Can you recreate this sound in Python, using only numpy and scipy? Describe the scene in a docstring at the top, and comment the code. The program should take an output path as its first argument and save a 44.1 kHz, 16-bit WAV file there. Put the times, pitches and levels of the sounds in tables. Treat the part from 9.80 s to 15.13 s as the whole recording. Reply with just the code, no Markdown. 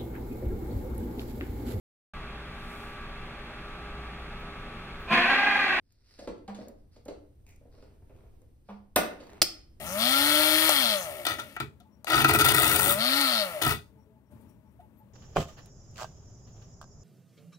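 """In a quiet room, a cardboard toy car with a small electric motor runs close to a two-port microphone.
Held in the air, the motor spins up and coasts down; set on a table, the car drives off rattling,
is lifted with its wheels spinning free and lands again. Faint far tones and finger rustle fill the pauses.
Harmonics of the rotor and noise modulated at its turns excite resonances of shell, can and brushes;
tread slaps and impacts excite those of car and table. A reverberant tail and room air complete the field."""
import sys
import numpy as np
from scipy import signal
from scipy.fft import rfft, irfft, next_fast_len
from scipy.io import wavfile
from scipy.ndimage import uniform_filter1d

SR = 44100
rng = np.random.default_rng(int(sys.argv[2]) if len(sys.argv) > 2 else 0)


def inscribe(sig):
    """Save sig as 16-bit PCM at rate SR to the path in sys.argv[1].

    A 1-D sig is mono; a 2-D sig holds one channel per row.
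    Samples are clipped to [-1, 1] before scaling.
    """
    pcm = np.round(np.clip(np.atleast_2d(sig).T, -1, 1) * 32767)
    wavfile.write(sys.argv[1], SR, pcm.astype(np.int16))


N = 235265

# Levels in the tables are relative drive levels unless a comment says otherwise.
# Armature speed, one table a run: start_s, speed_turns_per_s
ARMATURE_RUNS = [
    [(0, 65.7), (.08, 85.8), (.152, 99.1), (.23, 116.8), (.29, 127.8), (.358, 136.7), (.496, 148.2),
     (.654, 153.9), (.888, 158.8), (.948, 144.2), (1.082, 112.1), (1.182, 95.8), (1.296, 73.7), (1.45, 55),
     (1.6, 42), (1.76, 32)],
    [(2.75, 84.8), (3.05, 92.9), (3.154, 98.4), (3.258, 124), (3.336, 136), (3.402, 142.7), (3.504, 124.6),
     (3.632, 99.4), (3.772, 74.5), (3.82, 67.9)],
]
# Clean rotor harmonics: multiple_of_turn_rate, level_db, change_while_coasting_db
ROTOR_HARMONICS = [(2, -10, -3), (4, -40, -1), (5, -38, 2), (6, -30, 1), (8, -40.5, 6), (9, -39.5, 2),
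                   (10, -36, -2), (12, -40, 0), (14, -46, 2), (16, -49, 2)]
# Transmission of a tone through the held shell: frequency_hz, gain_db
SHELL_TRANSMISSION = [(130, -51), (170, -36.5), (225, -26), (320, -21), (400, -23.5), (480, -32.5),
                      (545, -11), (595, 0.2), (660, -6), (730, -9), (790, -17), (850, -11.5), (960, -18.5),
                      (1100, -9.5), (1270, -1.5), (1340, 4), (1450, -2.5), (1650, -10.5), (1870, -5),
                      (2300, -14.5)]
# Armature whine: multiple_of_turn_rate, level_db
WHINE_PARTIALS = [(3, -14), (7, -5), (11, 0), (13, -3), (15, -5), (18, -5), (20, -8)]

# Resonances, each: frequency_hz, width_hz (before any broadening), level_db
# of the car held in the hands
SHELL_MODES = [(599, 12, 2.5), (822, 42, -6), (1317, 32.6, 0.5), (1423, 66, -1), (1550, 370, -5.5),
               (1784, 65, 2), (2237, 390, -6.5), (2440, 62, -2.5), (2654, 150, -14)]
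# of the motor can in the first grip
CAN_MODES = [(3350, 280, 0), (3700, 280, -3), (4030, 280, -1), (4300, 300, -1), (4900, 500, -9)]
# of the motor can in the second grip
CAN_MODES_REGRIPPED = [(3050, 300, -10), (3600, 350, -6), (4200, 350, 0), (4500, 350, -2), (5200, 400, -14)]
# of the brushes
BRUSH_MODES = [(8740, 2200, -2), (9230, 160, 10), (10160, 330, 2), (11870, 290, 1.5), (12700, 240, 6.5),
               (14400, 700, 0), (14200, 620, -10.5), (15000, 480, 0)]
# of the bearing
BEARING_MODES = [(6530, 740, 0.5), (6260, 820, 13)]
# of the roof under the switch
ROOF_MODES = [(620, 160, 0), (820, 190, 0), (1300, 300, -8)]
# of car and table top together
BODY_MODES = [(318, 19, 0.5), (702.3, 65, -3.5), (977, 160, -10), (1257.7, 24, 3.5), (1353, 70, 2.5),
              (1565, 180, -6.5), (1657, 150, -11), (1942, 73, -2.5), (2266, 37, -8.5), (2483, 120, -8.5),
              (2880, 210, -10.5), (3546, 200, -7.5), (4270, 190, -13.5), (4330, 47, -14.5),
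              (4680, 110, -12), (5420, 51, -14), (5950, 72, -15), (6700, 400, -23.5)]
# of the table top
TABLE_MODES = [(65.7, 28, -8.5), (88, 19, -2.5), (133.3, 21, -0.5), (219, 25, -20), (234, 20, -9.5),
               (423, 21, -7.5)]
# bright bands that filter tread sizzle, impact cracks and finger rustle
BRIGHT_BANDS = [(8880, 310, -1), (12500, 280, -5.5), (15830, 270, -4), (14000, 240, -2), (16850, 37, -2)]

# Rocker switch (off, on, off): start_s, knock_db, snap_re_knock_db
SWITCH_THROWS = [(0.8924, -10.5, 6), (2.245, -29, 6), (3.412, -21, 10)]
# The car drives off: start_s, table_rumble_db, body_rattle_db, tread_sizzle_db
DRIVE_LEVELS = [(2.27, -59.5, -35, -47), (2.334, -32.5, -21.5, -37), (2.43, -29.5, -25, -32.5),
                (2.51, -28.5, -27, -29.5), (2.61, -30.5, -26, -27.5), (2.8, -35, -24, -28),
                (3.036, -36.5, -29.5, -27.5), (3.122, -41.5, -26.5, -26), (3.165, -43.5, -49.5, -41),
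                (3.2, -47, -38, -58)]
# Wheels hop and go quiet: touchdown_s, time_in_air_s
WHEEL_HOPS = [(2.441, 0.011), (2.481, .028), (2.533, .022), (2.588, .022), (2.646, 0.024), (2.736, 0.011)]
# Wheels scuff the table: start_s, length_s, table_rumble_db, body_rattle_db, tread_sizzle_db
WHEEL_SCUFFS = [(1.48, 0.038, -43, -31.5, -43.5), (1.585, 0.0052, -44.5, -35, -51),
                (1.804, 0.017, -35.5, -63, -56), (3.815, .1, -32.5, -28.5, -34.5)]
# Bumps and landings: start_s, impact_db, thud_re_impact_db, brightness_db
IMPACTS = [(1.451, -20, -51, -9.5), (1.466, -16.5, -27.5, -6), (1.585, -40, -21, -18),
           (1.598, -28, -31, -10), (1.764, -23, -17, -22), (1.801, -16.5, -5, -18),
           (1.826, -32.5, 2.5, -30), (2.001, -53.5, -4.5, -4.5), (2.277, -22, -17.5, -25),
           (2.301, -16.5, -15, -12.5), (2.445, -6, -27.5, -17), (2.484, -16.5, -15, -13),
           (2.493, -8, -20.5, -19), (2.51, -10, -20.5, -20), (2.533, -17, -22, -18.5),
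           (2.548, -5.5, -12, -29), (2.593, -13, -10.5, -9), (2.609, -10.5, -15, -9),
           (2.644, -10.5, -21.5, -10.5), (2.654, -12.5, -25, -16.5), (2.685, -16, -19, -2),
           (2.71, -15.5, -12.5, -13), (2.737, -23, -21, -17.5), (3.823, -33.5, -14, 10),
           (3.865, -15.5, 1, -14.5), (3.909, -22.5, -14, -30), (5.002, -53.5, -11, -20)]
# Fingers brush the cardboard: crest_s, level_db
FINGER_STROKES = [(4.52, -70), (4.614, -70), (4.698, -70), (4.92, -80), (5.006, -77)]
# A far low hoot recurs: start_s, level_db
HOOT_CALLS = [(2.03, -73), (4.16, -72.5), (4.34, -74), (4.49, -78), (4.66, -78), (4.83, -75.5),
              (5.0, -67.5), (5.18, -69)]
# A far high chirp recurs: start_s, level_db
CHIRP_CALLS = [(2.1, -84), (4.17, -87), (4.44, -92), (4.66, -85), (4.84, -93)]
# Other faint tones, among them short rings of soft knocks near 2.0, 4.5 and 5.0 s: start_s, length_s, start_hz,
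# end_hz, level_db
FAINT_TONES = [(1.996, 0.034, 687, 734, -62), (4.053, 0.22, 451, 427, -75), (4.239, .12, 440, 418, -70),
               (4.269, 0.13, 654, 644, -75), (4.501, 0.051, 597, 590, -65), (4.989, 0.027, 734, 673, -52.5),
               (5.0, .09, 10200, 12700, -89), (5.158, 0.067, 12600, 11730, -75.5)]
# Room air over time: start_s, level_db
AIR_LEVELS = [(0, -49.5), (1.9, -58.5), (2.2, -60), (4.1, -57.5), (4.49, -62), (4.52, -53), (4.65, -53),
              (4.8, -59), (5.33, -57.5)]
# Spectral shape of the room air: frequency_hz, density_db_per_hz
AIR_SPECTRUM = [(24, -49.5), (40, -23), (71, -3.5), (137, -4), (167, -13), (204, -5.5), (354, -19),
                (422, -23), (516, -24), (630, -19), (715, -34), (873, -24), (1300, -34.5), (5580, -55.5),
                (16000, -49)]
# Shadow of the housing on the right port, before scaling: frequency_hz, loss_db
PORT_SHADOW = [(60, 16), (110, -12.5), (200, 1), (380, 4), (700, 2), (1290, 3.5), (2380, 11), (4400, 9.5),
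               (8120, 20.5), (15000, 29)]

# Rotor: reference speed of the levels (turns/s), level slope, random waver, relative speed waver
FULL_TURNS_PER_S = 150
TONE_DB_PER_OCTAVE, TONE_WAVER_DB, SPEED_WAVER = 4, 2, .003
# Chatter of the rotor in its play: threshold under current, threshold coasting, softness (turns/s)
CHATTER_POWERED, CHATTER_COASTING, CHATTER_SPREAD = 104, 96, 2.5
# Noise laws: level_db at reference speed, slope_db_per_octave, change_without_chatter_db, second_grip_db
GEAR_LAW, HISS_LAW, KNOCK_LAW = (-31, 9, -6.5, -0.5), (-30, 14, -3, -3.5), (-29, -1, -44, -1)
REGRIP_S = 2
WHINE_SHARE = 0.4  # amplitude against the gear noise
# Bearing ticks: centre speed and half range (turns/s), level
TICK_TURNS_PER_S, TICK_RANGE, TICK_DB = 91, 10, -45

TREAD_SLAPS_PER_S = 80  # mean rate
HOP_RATTLE_DB, HOP_SIZZLE_DB = -10, -13
SCUFF_FADE_DB_PER_S, RUMBLE_SMOOTHING_S = 382.5, .03
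UPPER_MODES_HZ = 2700
BRUSH_RISE_S, BRUSH_FADE_S = 0.0076, 0.018  # time constants
HOOT_S, HOOT_HZ, HOOT_END_HZ = .07, 876, 860
CHIRP_S, CHIRP_HZ = .09, 5630
AIR_PAN_DB = 7.5  # left port over right
ROOM_T60_S, ROOM_DB, ROOM_LOW_HZ, ROOM_DULL_HZ = .2, -11, 730, 6000
LOW_CUT_HZ, CUTOFF_HZ = 55, 15750
RIGHT_LAG_S, SCATTER_HZ, SCATTER_S = .00008, 5500, .05


def motor():
    """Superposition: clean harmonics, resonant noise and ticks all follow one rotor phase."""
    speed, turns, coasting, calm, gate = rotor()
    tones = rotor_tones(speed, turns, coasting)
    gear = gear_noise(turns) + WHINE_SHARE * armature_whine(turns)
    noise = noise_gain(GEAR_LAW, speed, calm) * gear
    noise += noise_gain(HISS_LAW, speed, calm) * brush_hiss(turns)
    noise += noise_gain(KNOCK_LAW, speed, calm) * rotor_knock(turns)
    return gate * (tones + noise + bearing_tick(speed, turns))


def rotor():
    """Kinematics: phase integrates speed; hysteresis lowers the chatter threshold while coasting."""
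    (speed,), gate = in_time(ARMATURE_RUNS)
    t = np.arange(N) / SR
    turns = np.cumsum(speed * (1 + SPEED_WAVER * wander(25))) / SR
    off_s, on_s, off_again_s = np.array(SWITCH_THROWS)[:, 0]
    current_cut = (t > off_s) & (t < on_s) | (t > off_again_s)
    coasting = uniform_filter1d(1. * current_cut, size=900)
    threshold = CHATTER_POWERED + coasting * (CHATTER_COASTING - CHATTER_POWERED)
    calm = 1 / (1 + np.exp((speed - threshold) / CHATTER_SPREAD))
    return speed, turns, coasting, calm, gate


def noise_gain(law, speed, calm):
    """Power law: level rises or falls by fixed decibels per octave of speed."""
    level_db, slope_db, calm_db, grip_db = law
    regripped = np.arange(N) / SR > REGRIP_S
    octaves = np.log2(speed / FULL_TURNS_PER_S)
    return from_db(level_db + slope_db * octaves + calm_db * calm + grip_db * regripped)


def rotor_tones(speed, turns, coasting):
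    """Harmonic series: each multiple of the turn rate is weighted by the shell's transmission."""
    hz, passed_db = np.transpose(SHELL_TRANSMISSION)
    speed_db = TONE_DB_PER_OCTAVE * np.log2(speed / FULL_TURNS_PER_S)
    tones = 0
    for multiple, db, coast_db in ROTOR_HARMONICS:
        level_db = db + coast_db * coasting + speed_db + np.interp(multiple * speed, hz, passed_db)
        level_db = level_db + TONE_WAVER_DB * wander(20)
        phase = 2 * np.pi * (multiple * turns + rng.random())
        tones = tones + from_db(level_db) * np.sqrt(2) * np.sin(phase)
    return tones


def armature_whine(turns):
    """Resonance: a partial swells as it passes a mode of the shell."""
    partials = sum(from_db(db) * np.sin(2 * np.pi * (multiple * turns + rng.random()))
                   for multiple, db in WHINE_PARTIALS)
    return even(resonate(partials, SHELL_MODES, widen=2))


def gear_noise(turns):
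    """Amplitude modulation: noise swelling once a turn excites the shell."""
    return even(resonate(gated_noise(turns, sharp=.8, steady=.8, uneven_db=2), SHELL_MODES, widen=2.5))


def rotor_knock(turns):
    """Impulse excitation: the rotor strikes its play once a turn and scrubs, ringing the can."""
    strikes = np.diff(np.floor(turns), prepend=0) * from_db(1.5 * rng.standard_normal(N))
    scrub = gated_noise(turns - .1, sharp=2.5, steady=.75, uneven_db=1.2)
    blows = .7 * rms_one(strikes) + rms_one(scrub)
    first_grip = resonate(blows, CAN_MODES, widen=1.2)
    second_grip = resonate(blows, CAN_MODES_REGRIPPED, widen=1.2)
    return even(np.where(np.arange(N) / SR < REGRIP_S, first_grip, second_grip))


def bearing_tick(speed, turns):
    """Speed selectivity: two noise pulses a turn ring the bearing only near one speed, in the first grip."""
    tick = even(resonate(gated_noise(2 * turns, sharp=3, steady=.15, uneven_db=2), BEARING_MODES))
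    near_speed = np.exp(-((speed - TICK_TURNS_PER_S) / TICK_RANGE) ** 4)
    return from_db(TICK_DB) * tick * near_speed * (np.arange(N) / SR < REGRIP_S)


def brush_hiss(turns):
    """Amplitude modulation: brush noise swells twice a turn through its high resonances."""
    return even(resonate(gated_noise(2 * turns, sharp=0.75, steady=0.34, uneven_db=0.5), BRUSH_MODES))


def switch():
    """Impulse excitation: the rocker knocks the roof modes and snaps in a bright band."""
    _, knock_db, snap_db = np.transpose(SWITCH_THROWS)
    snap_band = signal.butter(2, [3000, 12000], "band", fs=SR, output="sos")
    snap = signal.sosfilt(snap_band, burst(SWITCH_THROWS, knock_db + snap_db - 8, .002))
    return resonate(burst(SWITCH_THROWS, knock_db + 21, .00003), ROOF_MODES) + snap


def rolling():
    """Forced vibration: tread slaps sizzle and shake the loose body; the table drums, unlike at each port."""
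    rumble_gain, rattle_gain, sizzle_gain = contact()
    slaps = np.arange(N) * TREAD_SLAPS_PER_S / SR + 0.64 * wander(25)
    tread_noise = gated_noise(slaps, sharp=4.4, steady=0.55, uneven_db=3.5)
    sizzle = even(resonate(tread_noise, BRIGHT_BANDS, widen=4.8))
    body_noise = gated_noise(slaps, sharp=2.8, steady=.9, uneven_db=3.5)
    rattle = even(resonate(body_noise, BODY_MODES, widen=1.2, patchy_db=2.5))
    table_noise = rng.standard_normal(N) + 0.45 * rng.standard_normal((2, N))
    rumble = even(resonate(table_noise, TABLE_MODES, widen=0.37))
    return rattle_gain * rattle + sizzle_gain * sizzle, rumble_gain * rumble


def contact():
    """Contact excitation: gains of rattle and sizzle dip in hops; scuffs hold, then decay."""
    t = np.arange(N) / SR
    levels_db, gate = in_time([DRIVE_LEVELS])
    in_air = sum(1. * (t > touchdown_s - air_s) * (t < touchdown_s) for touchdown_s, air_s in WHEEL_HOPS)
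    airborne = uniform_filter1d(in_air, size=120)
    gains = gate * from_db(levels_db + np.outer([0, HOP_RATTLE_DB, HOP_SIZZLE_DB], airborne))
    for start_s, length_s, *scuff_db in WHEEL_SCUFFS:
        fade_db = SCUFF_FADE_DB_PER_S * np.maximum(t - start_s - length_s, 0)
        gains = gains + (t > start_s) * from_db(np.subtract.outer(scuff_db, fade_db))
    keep = np.exp(-1 / (RUMBLE_SMOOTHING_S * SR))
    rumble_gain = signal.lfilter([1 - keep], [1, -keep], gains[0])
    return rumble_gain, gains[1], gains[2]


def bumps():
    """Modal excitation by impact: a short scrub rings the body, thuds in the table and cracks brightly."""
    _, impact_db, thud_db, bright_db = np.transpose(IMPACTS)
    lower_modes = [mode for mode in BODY_MODES if mode[0] < UPPER_MODES_HZ]
    upper_modes = [mode for mode in BODY_MODES if mode[0] >= UPPER_MODES_HZ]
    body = resonate(burst(IMPACTS, impact_db + 10, 0.0074), lower_modes, widen=0.99, patchy_db=-0.5)
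    body += resonate(burst(IMPACTS, impact_db + bright_db + 17, .01), upper_modes, widen=1.4, patchy_db=3)
    thud_modes = TABLE_MODES + BODY_MODES[:1]
    thud = resonate(burst(IMPACTS, impact_db + thud_db + 12.5, 0.0085), thud_modes, widen=1.6)
    crack = resonate(burst(IMPACTS, impact_db + bright_db + 3, 0.0041), BRIGHT_BANDS, widen=18.0)
    return body + thud + crack


def rustle():
    """Friction noise: skin on the paper face swells to a crest and fades exponentially."""
    t = np.arange(N) / SR
    strokes = sum(from_db(db) * np.exp(-np.maximum((crest_s - t) / BRUSH_RISE_S, (t - crest_s) / BRUSH_FADE_S))
                  for crest_s, db in FINGER_STROKES)
    return strokes * rms_one(resonate(rng.standard_normal(N), BRIGHT_BANDS, widen=9.8))


def far_tones():
    """Frequency modulation: random jitter of pitch roughens short, softly windowed tones."""
    out = np.zeros(N)
    hoots = [(start_s, HOOT_S, HOOT_HZ, HOOT_END_HZ, db) for start_s, db in HOOT_CALLS]
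    chirps = [(start_s, CHIRP_S, CHIRP_HZ, CHIRP_HZ, db) for start_s, db in CHIRP_CALLS]
    for start_s, length_s, start_hz, end_hz, level_db in hoots + chirps + FAINT_TONES:
        hz = np.linspace(start_hz, end_hz, round(length_s * SR))
        jitter = uniform_filter1d(rng.standard_normal(12000), size=300)[:len(hz)]
        hz = hz * (1 + 0.11 * jitter)
        tone = np.hanning(len(hz)) * np.sin(2 * np.pi * np.cumsum(hz) / SR)
        out[round(start_s * SR):][:len(hz)] += from_db(level_db + 8.5) * tone
    return out


def room(x):
    """Reverberation: a decaying noise response of its own for each side, thin in bass and dull on top."""
    t = np.arange(round(.4 * SR)) / SR
    tails = rng.standard_normal((2, len(t))) * from_db(-60 * t / ROOM_T60_S) * (t > .002)
    band = signal.butter(1, [ROOM_LOW_HZ, ROOM_DULL_HZ], "band", fs=SR, output="sos")
    tails = signal.sosfilt(band, tails)
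    return signal.fftconvolve(x[None], tails / np.sqrt(np.sum(tails ** 2) / 2), axes=1)[:, :N]


def air():
    """Partial coherence: shaped room noise is mostly shared by both ports."""
    (level_db,), _ = in_time([AIR_LEVELS])
    shared, own = rng.standard_normal(N), rng.standard_normal((2, N))
    pan_db = AIR_PAN_DB * np.array([[.5], [-.5]])
    return from_db(level_db + pan_db) * rms_one(shape(shared + .45 * own, AIR_SPECTRUM))


def from_db(db):
    """Logarithmic level: decibels to amplitude gain."""
    return 10 ** (np.asarray(db) / 20)


def rms_one(x):
    """Effective value: scale to rms 1."""
    return x / np.sqrt(np.mean(x ** 2) + 1e-20)


def even(x):
    """Level normalization: divide by the rms over about 60 ms, so that a gain curve alone sets the level."""
    return x / np.sqrt(uniform_filter1d(x ** 2, size=2600) + 1e-12)


def wander(per_s):
    """Random modulation: straight lines join Gaussian knots of spread 1."""
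    knots = rng.standard_normal(round(per_s * N / SR) + 2)
    return np.interp(np.arange(N) * per_s / SR, np.arange(len(knots)), knots)


def in_time(tables):
    """Linear interpolation: columns at every sample, and a gate open inside the tables."""
    t = np.arange(N) / SR
    s, *columns = np.concatenate(tables).T
    gate = sum((t >= rows[0][0]) & (t <= rows[-1][0]) for rows in tables)
    return [np.interp(t, s, c) for c in columns], uniform_filter1d(gate * 1., size=200)


def gated_noise(turns, sharp, steady, uneven_db):
    """Amplitude modulation: noise swells once a cycle, every swell with its own strength."""
    swell = np.exp(sharp * (np.cos(2 * np.pi * turns) - 1))
    strength = from_db(uneven_db * rng.standard_normal(N)[np.round(turns).astype(int)])
    return (steady + swell * strength) * rng.standard_normal(N)


def burst(rows, level_db, decay_s):
    """Exponential decay: a click at each row's time is trailed by noise that dies away."""
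    starts = np.zeros(N)
    starts[np.round(np.array(rows)[:, 0] * SR).astype(int)] = from_db(level_db)
    envelope = signal.lfilter([1], [1, -np.exp(-1 / (decay_s * SR))], starts)
    return 2 * starts + envelope * rng.standard_normal(N)


def resonate(x, modes, widen=1., patchy_db=0.):
    """Modal superposition: parallel resonances of alternating sign; patchy drive wavers for each mode."""
    out = 0
    for k, (hz, width_hz, level_db) in enumerate(modes):
        radius = np.exp(-np.pi * max(width_hz * widen, 5) / SR)
        poles = [1, -2 * radius * np.cos(2 * np.pi * hz / SR), radius * radius]
        drive = x * from_db(patchy_db * wander(30)) if patchy_db else x
        ringing = signal.lfilter([1, 0, -1], poles, drive + 1e-18)
        # the last factor gives unit gain at the peak
        out = out + (-1) ** k * from_db(level_db) * (1 - radius * radius) / 2 * ringing
    return out


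def shape(x, points, sign=1, lag_s=0.):
    """Linear filtering: multiply the spectrum by a (hz, db) curve and a delay phase."""
    size = next_fast_len(N)
    hz = np.fft.rfftfreq(size, 1 / SR) + 1  # offset avoids log of zero
    curve_hz, curve_db = np.array(points).T[:2]
    gain = from_db(sign * np.interp(np.log(hz), np.log(curve_hz), curve_db))
    delay = np.exp(-2j * np.pi * hz * lag_s)
    return irfft(rfft(x, size) * gain * delay, size)[..., :N]


def scene():
    """Superposition: direct sound, its reverberation and table rumble share a low cut; air is added."""
    rattle, rumble = rolling()
    near = motor() + rattle + bumps() + switch() + rustle() + far_tones()
    low_cut = signal.butter(2, LOW_CUT_HZ, "high", fs=SR, output="sos")
    return signal.sosfilt(low_cut, near + from_db(ROOM_DB) * room(near) + rumble) + air()


def record(dry):
    """Diffraction: the right port hears later and duller, its treble by scattered paths; the top is cut."""
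    half_shadow = [(hz, np.clip(loss_db / 2, -6, 6)) for hz, loss_db in PORT_SHADOW]
    left = shape(dry[0], half_shadow)
    right = shape(shape(dry[1], half_shadow), PORT_SHADOW, sign=-0.85, lag_s=RIGHT_LAG_S)
    low, high = (signal.sosfilt(signal.butter(4, SCATTER_HZ, kind, fs=SR, output="sos"), right)
                 for kind in ("low", "high"))
    paths = rng.standard_normal(9000) * np.exp(-np.arange(9000) / (SCATTER_S * SR))
    right = low + signal.fftconvolve(high, paths / np.linalg.norm(paths))[:N]
    top_cut = signal.ellip(12, .5, 70, CUTOFF_HZ, fs=SR, output="sos")
    return signal.sosfilt(top_cut, np.array([left, right]))


dry = scene()
out = record(dry)
inscribe(out)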